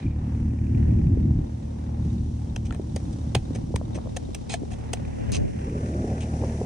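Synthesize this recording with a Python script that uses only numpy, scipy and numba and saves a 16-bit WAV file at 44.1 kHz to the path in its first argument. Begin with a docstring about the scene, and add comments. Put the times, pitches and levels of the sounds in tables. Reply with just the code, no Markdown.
"""A three-cylinder snowmobile idles on open snow at night, some metres from a slowly turning camera.
Its firings drive the exhaust resonances in a low throb and modulate the noise of the engine cover,
the clattering panels and the hissing fan; a valve ticks on every third firing.
Turbulent gusts rumble on the two microphone ports. Something stiff, perhaps a glove or strap,
taps and scuffs the hand-held camera body in irregular runs, among dull bumps."""
import sys
import numpy as np
from scipy import signal
from scipy.io import wavfile
from scipy.ndimage import uniform_filter1d
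from numba import njit

SR = 44100
rng = np.random.default_rng(int(sys.argv[2]) if len(sys.argv) > 2 else 0)


def inscribe(sig):
    """Save sig as 16-bit PCM at rate SR to the path in sys.argv[1].

    A 1-D sig is mono; a 2-D sig holds one channel per row.
    Samples are clipped to [-1, 1] before scaling.
    """
    pcm = np.round(np.clip(np.atleast_2d(sig).T, -1, 1) * 32767)
    wavfile.write(sys.argv[1], SR, pcm.astype(np.int16))


N = 293397

# Levels of the exhaust throb and the wind rumble, which swell and fade together:
# (time [s], exhaust level [dB], in-phase wind level [dB])
THROB_AND_RUMBLE = [(0, -25, -28), (.17, -27, -30), (.6, -24, -27), (.8, -21.5, -25), (1.0, -23, -20),
                    (1.36, -24, -21.5), (1.52, -33, -34), (1.85, -29, -35.5), (2.12, -26, -24.5),
                    (2.35, -28.5, -32), (3.4, -33.5, -30), (3.8, -31, -31.5), (4.3, -38, -36),
                    (5.15, -33.5, -38), (5.36, -30, -32.5), (5.46, -31, -31.5), (5.52, -60, -31.5),
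                    (5.56, -30.5, -31), (6.08, -29.5, -29), (6.25, -30, -36.5), (6.65, -28, -32.5)]
# Airflow at the ports: (time [s], antiphase wind level [dB], mono bass cutoff [Hz])
PORT_AIRFLOW = [(0, -68, 334), (.85, -31, 226), (1.5, -41.5, 260), (2.9, -44.5, 218), (4.3, -36, 84),
                (5.0, -36.5, 60), (5.4, -25, 41), (5.5, -29, 41), (5.68, -35.5, 604), (5.9, -40.5, 720),
                (6.65, -48, 795)]
# Dull bumps on the camera: (time [s], level [dB], pitch [Hz])
DULL_BUMPS = [(0.922, -13.5, 154), (0.994, -27, 182), (1.112, -14, 87), (1.172, -17, 260),
              (2.796, -23, 360), (3.36, -14.5, 125), (3.506, -22.5, 278), (3.705, -29.5, 335),
              (3.741, -21.5, 485), (3.742, -17, 105.5), (3.813, -28, 610), (3.957, -27, 352),
              (3.976, -29, 583), (3.986, -30.5, 715), (4.058, -33, 537), (4.072, -30.5, 577),
              (4.29, -30.5, 348), (4.618, -24.5, 280), (4.633, -27.5, 400), (5.308, -27, 72),
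              (5.355, -28, 79.5), (6.042, -22, 383), (6.423, -23.5, 493), (6.437, -20.5, 530),
              (6.614, -18, 454)]
# Short taps and longer scuffs: (time [s], level [dB], thud gain [dB], treble gain [dB],
# pitch of the hollow under the hand [Hz], contact duration [ms])
TOUCHES = [(2.56, -31, 5.5, -4.5, 807, 5.1), (2.65, -53, 3, -1.5, 800, 21),
           (2.705, -41.5, 16, -11, 1330, 5), (2.724, -37.5, 15, -4, 775, 1.44),
           (2.7445, -43.5, 13.5, -3.5, 610, 4.7), (2.9605, -35.5, 15.5, 2, 510, 5.6),
           (3.124, -58, 11, 4.5, 590, 11), (3.349, -17.5, 8, -5.5, 750, 4.63),
           (3.546, -46.5, 14, -1, 485, 16.8), (3.7581, -29.5, 9.5, -1, 860, 5.2),
           (3.945, -48, 11.5, -1.5, 485, 22), (4.1637, -35, 12, 1, 537, 8.3), (4.346, -34, 4.5, 1, 700, 5),
           (4.493, -37.5, 1, -2, 736, 56), (4.538, -27, 13, -1.5, 680, 4.1),
           (4.711, -50, 10, -3.5, 780, 29), (4.932, -26.5, 8.5, 1, 700, 4.93),
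           (5.319, -45, -21, 16.5, 576, 1.9), (5.321, -40.5, -2.5, 2, 1050, 51.6),
           (5.341, -33.5, -9, -8, 1200, 12), (6.203, -46.5, -10, -4, 803, 33)]
# Modes of the camera shell: (frequency [Hz], bandwidth [Hz], gain [dB])
SHELL_LOW_MODES = [(135, 110, -1), (434, 190, 9.5), (721, 110, 6), (1804, 430, 0.5)]
SHELL_MID_MODES = [(2626, 520, 9.1), (3060, 750, 8.3), (4110, 680, 4.7)]
# Treble of the taps, the last row a faint, very high fizz: (frequency [Hz], bandwidth [Hz], gain [dB])
TAP_TREBLE_BANDS = [(5270, 2060, 7.5), (6230, 1130, 9), (8100, 2250, 7.5), (15000, 1100, -3)]
# Engine speed: (time [s], firing rate [Hz])
FIRING_RATE = [(0, 37.45), (1.15, 37.55), (2.2, 38.0), (3.5, 37.5), (4.97, 37.55), (5.25, 37.45),
               (5.6, 36.85), (6.0, 37.2), (6.2, 38.1), (6.65, 38.0)]
# Strength of each cylinder, in firing order: (gain [dB])
CYLINDER_GAINS = [0, 0.43, 0.33]
# Engine levels as the camera turns: (time [s], clatter [dB], tick [dB], whirr [dB], fan [dB], cover [dB])
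ENGINE_LEVELS = [(0, -52, -47, -57.5, -60, -44.5), (.13, -62.5, -57.5, -68, -64.5, -50),
                 (.45, -59.5, -53, -70, -61.5, -47), (.7, -57, -45, -76, -61, -51),
                 (1.1, -60, -50, -69, -62.5, -48), (1.3, -62.5, -70, -66, -62.5, -49.5),
                 (2.1, -66.5, -66, -65.5, -62.5, -49), (3.0, -68.5, -64, -63.5, -59.5, -49.5),
                 (4.3, -68, -79, -61.5, -60.5, -49.5), (5.0, -55, -42.5, -63.5, -57, -46),
                 (5.55, -54.5, -46, -80, -57, -52.5), (5.9, -54, -46.5, -65.5, -55, -53),
                 (6.65, -53.5, -45.5, -67, -54, -44.5)]
# Resonances and noise bands of the engine: (frequency [Hz], bandwidth [Hz], gain [dB])
HISS_BANDS = [(5560, 1000, 1.5), (6200, 1300, -0.5), (7360, 7800, -3), (9650, 1900, -0.5)]
WHIRR_BANDS = [(3500, 3600, 0)]  # low band of the fan
COVER_MODES = [(500, 405, 1), (750, 310, -4.5)]
PANEL_MODES = [(1620, 900, -2), (1910, 1000, 2.5), (2520, 990, -4.5)]
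VALVE_MODES = [(1950, 300, -7), (2400, 260, 0)]
BRACKET_MODES = [(3706, 120, 0)]  # higher ring of the tick
EXHAUST_MODES = [(34.8, 9.1, -14), (77.6, 23, -3), (116.86, 13.4, -2.5), (152.4, 39.5, -10),
                 (231.3, 55, -9), (299, 51, -24)]
# Five sections of a tenth-order Butterworth filter: (damping [1])
DAMPINGS = 2 * np.cos(np.pi * np.arange(1, 10, 2) / 20)

PORT_LAG_MS = 0.44
TIME = np.arange(N) / SR


def undb(db):
    """Decibels to amplitude ratio."""
    return 10 ** (np.asarray(db) / 20)


def level(x, db):
    """Normalise to unit rms, then apply a gain in dB."""
    return x * undb(db) / np.sqrt(np.mean(x ** 2))


def curves(table):
    """Linear interpolation of each column over time, one value per sample."""
    times, *columns = np.transpose(table)
    return [np.interp(TIME, times, column) for column in columns]


def butterworth(x, order, hz, kind="low"):
    """Filter with a maximally flat passband."""
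    return signal.sosfilt(signal.butter(order, hz, kind, fs=SR, output="sos"), x)


@njit
def svf(x, hz, width):
    """Two integrators in a loop form a tunable resonator: returns band-pass and low-pass."""
    band, low = np.empty(len(x)), np.empty(len(x))
    band_state, low_state = 0., 0.
    for i in range(len(x)):
        g, damping = np.tan(np.pi * hz[i] / SR), width[i] / hz[i]
        v = (band_state + g * (x[i] - low_state)) / (1 + g * (g + damping))
        low[i], band[i] = low_state + g * v, damping * v
        band_state, low_state = 2 * v - band_state, low_state + 2 * g * v
    return band, low


def ring(x, modes):
    """Modal superposition: each mode is two like resonators in series, each of the listed bandwidth."""
    out = 0
    for hz, width, db in modes:
        b, a = signal.iirpeak(hz, hz / width, SR)
        out = out + undb(db) * signal.lfilter(b, a, signal.lfilter(b, a, x))
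    return out


def wander(rate_hz):
    """Smooth random fluctuation: held values, averaged twice."""
    hold = int(SR / rate_hz)
    steps = np.repeat(rng.standard_normal(N // hold + 1), hold)
    return 1.64 * uniform_filter1d(uniform_filter1d(steps, hold), hold)[:N]


def pan(db):
    """Level difference between the ports; positive favours the left."""
    return undb(np.array([[db], [-db]]) / 2)


def ports(x, lag_ms=PORT_LAG_MS):
    """Path difference: the same wave reaches the left port later."""
    return np.array([np.interp(TIME - lag_ms / 1000, TIME, x), x])


def diffuse(make, db, direct_share, lag_ms=PORT_LAG_MS):
    """Direct sound, coherent at the ports, adds in power to scattered sound, which is incoherent."""
    direct, left, right = [level(make(), db) for _ in range(3)]
    scattered = np.array([left, right])
    return np.sqrt(direct_share) * ports(direct, lag_ms) + np.sqrt(1 - direct_share) * scattered


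def ringing_noise(envelope, modes):
    """Forced response of resonances to amplitude-modulated white noise."""
    return ring(envelope * rng.standard_normal(N), modes)


def eddies(edge_hz, lumps_db, floor_hz):
    """Turbulent pressure: lumpy noise whose spectrum slopes gently, then falls steeply at an edge."""
    pressure = undb(lumps_db * wander(70)) * rng.standard_normal(N)
    _, pressure = svf(pressure, 0.37 * edge_hz, edge_hz)
    for damping in DAMPINGS:
        _, pressure = svf(pressure, edge_hz, damping * edge_hz)
    pressure = butterworth(pressure, 2, floor_hz, "high")
    return level(pressure / np.sqrt(edge_hz), 0)


def wind(early_hz=339.5, late_hz=898, opens_s=5.56, opening_s=0.3):
    """Turbulence drives the ports partly in phase, partly in antiphase; its upper edge climbs once."""
    since_s = np.maximum(TIME - opens_s, 0)
    edge_hz = late_hz + (early_hz - late_hz) * np.exp(-since_s / opening_s)
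    common = eddies(edge_hz, lumps_db=1.82, floor_hz=58.4) * undb(curves(THROB_AND_RUMBLE)[1])
    opposed = eddies(2.26 * edge_hz, lumps_db=1.9, floor_hz=90) * undb(curves(PORT_AIRFLOW)[0])
    return np.array([common + opposed, common - opposed])


def bumps(rise_cycles=0.67):
    """Damped oscillation: soft knocks near the left port ring for a few cycles."""
    out, t = np.zeros(N), np.arange(int(.1 * SR)) / SR
    for start_s, db, hz in DULL_BUMPS:
        age = t * hz / rise_cycles
        overtone = 1.04 * np.sin(2 * np.pi * 1.46 * hz * t) * np.exp(-age)
        bump = age * np.exp(1 - age) * (np.sin(2 * np.pi * hz * t) + overtone)
        bump = butterworth(bump, 4, 2.03 * hz)
        i = int(start_s * SR)
        out[i:i + len(t)] += (undb(db) * bump)[:N - i]
    return out * pan(7.9)


def gripped(grit, force, modes, detune=0.04, slip_power=1.5):
    """Resonant filtering of grit: each grip shifts the bands, and the force sets the energy."""
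    shifts = 1 + detune * rng.uniform(-1.16, 1, len(modes))
    modes = [(hz * shift, width, db) for (hz, width, db), shift in zip(modes, shifts)]
    sound = ring(grit, modes)
    impulse_response = ring(signal.unit_impulse(len(force)), modes)
    energy = 2 * slip_power * np.sum(force ** 2) * np.sum(impulse_response ** 2)
    return sound * np.sqrt(energy / np.sum(sound ** 2))


def contacts(settle_db=-19, settle_ms=13):
    """Stick-slip friction: each tap or scuff grinds for a moment, then dies away in the shell."""
    out, t_ms = np.zeros((2, N)), np.arange(int(.2 * SR)) / SR * 1000
    n = len(t_ms)
    for time_s, db, thud_db, treble_db, hollow_hz, contact_ms in TOUCHES:
        rise_ms, fall_ms = min(6.5, contact_ms), min(0.41 * contact_ms, 8.8)
        after_ms = np.maximum(t_ms - contact_ms, 0)
        release = np.exp(-after_ms / fall_ms) + undb(settle_db) * np.exp(-after_ms / settle_ms)
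        force = np.minimum(t_ms / rise_ms, 1) ** 2 * release
        noise = rng.standard_normal((3, n))
        friction = noise[0] + .5 * noise[1:]  # mostly alike at the two ports
        slips = undb(3 * np.repeat(rng.standard_normal(n), 30)[:n])
        cutoff_hz = 16000 - 210 * min(contact_ms, 36)  # longer contacts are duller
        grit = butterworth(force * slips * friction, 4, cutoff_hz)
        hollow_mode = (hollow_hz, 200, 9)
        thud = undb(thud_db) * gripped(grit, force, SHELL_LOW_MODES + [hollow_mode]) * pan(2.8)
        scrape = gripped(grit, force, SHELL_MID_MODES) * pan(-8.0)
        scrape += undb(treble_db) * gripped(grit, force, TAP_TREBLE_BANDS)
        # the left port is reached a few samples later
        scrape[0], thud[0] = np.roll(scrape[0], 1), np.roll(thud[0], 5)
        i = int((time_s - rise_ms / 2000) * SR)
        out[:, i:i + n] += (undb(db) * (thud + scrape))[:, :N - i]
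    return out


def cooling_fan(flutter, hiss_db, whirr_db):
    """Broadband flow noise: a high hiss and a lower whirr, both modulated by the firings."""
    hiss = diffuse(lambda: sum(ringing_noise(flutter, [band]) for band in HISS_BANDS),
                   hiss_db, direct_share=0.43, lag_ms=0.033)
    whirr = diffuse(lambda: ringing_noise(flutter, WHIRR_BANDS), whirr_db, direct_share=0.37, lag_ms=0.016)
    return hiss + whirr


def bodywork(shake, modes, db, direct_share):
    """Forced vibration: cover or panels, shaken by each firing, radiate noise at their modes."""
    return diffuse(lambda: ringing_noise(shake, modes), db, direct_share)


def valve(firing_hz, db, modes, first_s=0.027, scatter_db=2.5):
    """Impact excitation: metal rings from one blow of uneven strength on every third firing."""
    firings = np.cumsum(firing_hz) / SR
    turns = (firings - firings[int(first_s * SR)]) // len(CYLINDER_GAINS)
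    hits = np.flatnonzero(np.diff(turns)) + 1
    blows = np.zeros(N)
    blows[hits] = undb(db[hits] + scatter_db * rng.standard_normal(len(hits)))
    tick = ring(signal.unit_impulse(SR // 50), modes)
    return np.convolve(blows, tick / np.abs(tick).max())[:N]


def rasp(db=-62, ends_s=0.13):
    """Rough noise excites the upper valve resonance briefly at the start."""
    roughness = undb(4 * wander(120)) * rng.standard_normal(N)
    burst = roughness / (1 + (TIME / ends_s) ** 8)
    bandwidth_gain = np.sqrt(SR / VALVE_MODES[1][1] / 2)
    return undb(db) * bandwidth_gain * ring(burst, VALVE_MODES[1:])


@njit
def fire(hz, rate_factors, sizes):
    """Quasi-periodic pulse train: each cycle has its own rate and strength, and fires as phase wraps."""
    pulses, phases, strengths = np.zeros(len(hz)), np.empty(len(hz)), np.empty(len(hz))
    phase, cycle = 0., 0
    for i in range(len(hz)):
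        phase += hz[i] * rate_factors[cycle] / SR
        if phase >= 1:
            phase, cycle = phase - 1, cycle + 1
            pulses[i] = sizes[cycle]
        phases[i], strengths[i] = phase, sizes[cycle]
    return pulses, phases, strengths


def exhaust(pulses, muffler_hz=380):
    """Source and filter: the muffler rounds off each puff, and the puffs ring the exhaust modes."""
    puffs = butterworth(pulses, 2, muffler_hz)
    return ports(level(ring(puffs, EXHAUST_MODES), curves(THROB_AND_RUMBLE)[0]))


def snowmobile(distance_cutoff_hz=11000):
    """Common excitation: one firing rhythm drives exhaust, cover, panels, valve and fan flutter."""
    firing_hz, = curves(FIRING_RATE)
    clatter_db, tick_db, whirr_db, hiss_db, cover_db = curves(ENGINE_LEVELS)
    swell_db = 4.5 * np.exp(-((TIME - 2.084) / 0.091) ** 2)  # the hiss swells briefly
    hiss_db, whirr_db = hiss_db + swell_db, whirr_db + swell_db
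    jitter, puff_scatter, knock_scatter = rng.standard_normal((400, 3)).T
    puff_sizes = undb(1.1 * puff_scatter + np.resize(CYLINDER_GAINS, len(jitter)))
    pulses, phase, _ = fire(firing_hz, 1 + 0.0059 * jitter, puff_sizes)
    _, _, knock = fire(firing_hz, 1 + 0.006 * jitter, undb(3.2 * knock_scatter))
    shake = (1.1 + knock * np.exp(-phase / 0.15)) * undb(1.3 * wander(9))
    flutter = (1 + 0.37 * knock * np.exp(-phase / 0.52)) * undb(wander(4.7))
    cover = bodywork(shake, COVER_MODES, cover_db, direct_share=0.42)
    clatter = bodywork(shake, PANEL_MODES, clatter_db, direct_share=0.55)
    fan = cooling_fan(flutter, hiss_db, whirr_db)
    ticks = valve(firing_hz, tick_db, VALVE_MODES) + valve(firing_hz, whirr_db + 8.5, BRACKET_MODES)
    shaded = (clatter + ports(ticks + rasp())) * pan(-1.7)  # the camera body shades the left port
    return butterworth(exhaust(pulses) + cover + shaded + fan, 6, distance_cutoff_hz)


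def mono_bass(sound, cutoff_hz):
    """Mid-side filtering: the camera removes the difference of the ports below a moving cutoff."""
    mid, side = (sound[0] + sound[1]) / 2, (sound[0] - sound[1]) / 2
    for damping in DAMPINGS:
        band, low = svf(side, cutoff_hz, damping * cutoff_hz)
        side = side - band - low
    return np.array([mid + side, mid - side])


def scene():
    """Superposition of engine, wind and handling noise at the two ports."""
    return mono_bass(snowmobile() + wind() + contacts() + bumps(), curves(PORT_AIRFLOW)[1])


def record(dry, bass_hz=33, treble_hz=10120, fizz_from_hz=13800, top_hz=16000):
    """Band limiting: deep bass and top treble are cut; taps keep a faint, very high fizz."""
    dry = butterworth(dry, 6, bass_hz, "high")
    main_band = signal.sosfiltfilt(signal.butter(8, treble_hz, fs=SR, output="sos"), dry)
    fizz = signal.sosfiltfilt(signal.butter(6, fizz_from_hz, "high", fs=SR, output="sos"), dry)
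    top_cut = signal.ellip(8, .2, 70, top_hz, fs=SR, output="sos")
    return signal.sosfilt(top_cut, main_band + undb(2) * fizz)


dry = scene()
out = record(dry)
inscribe(out)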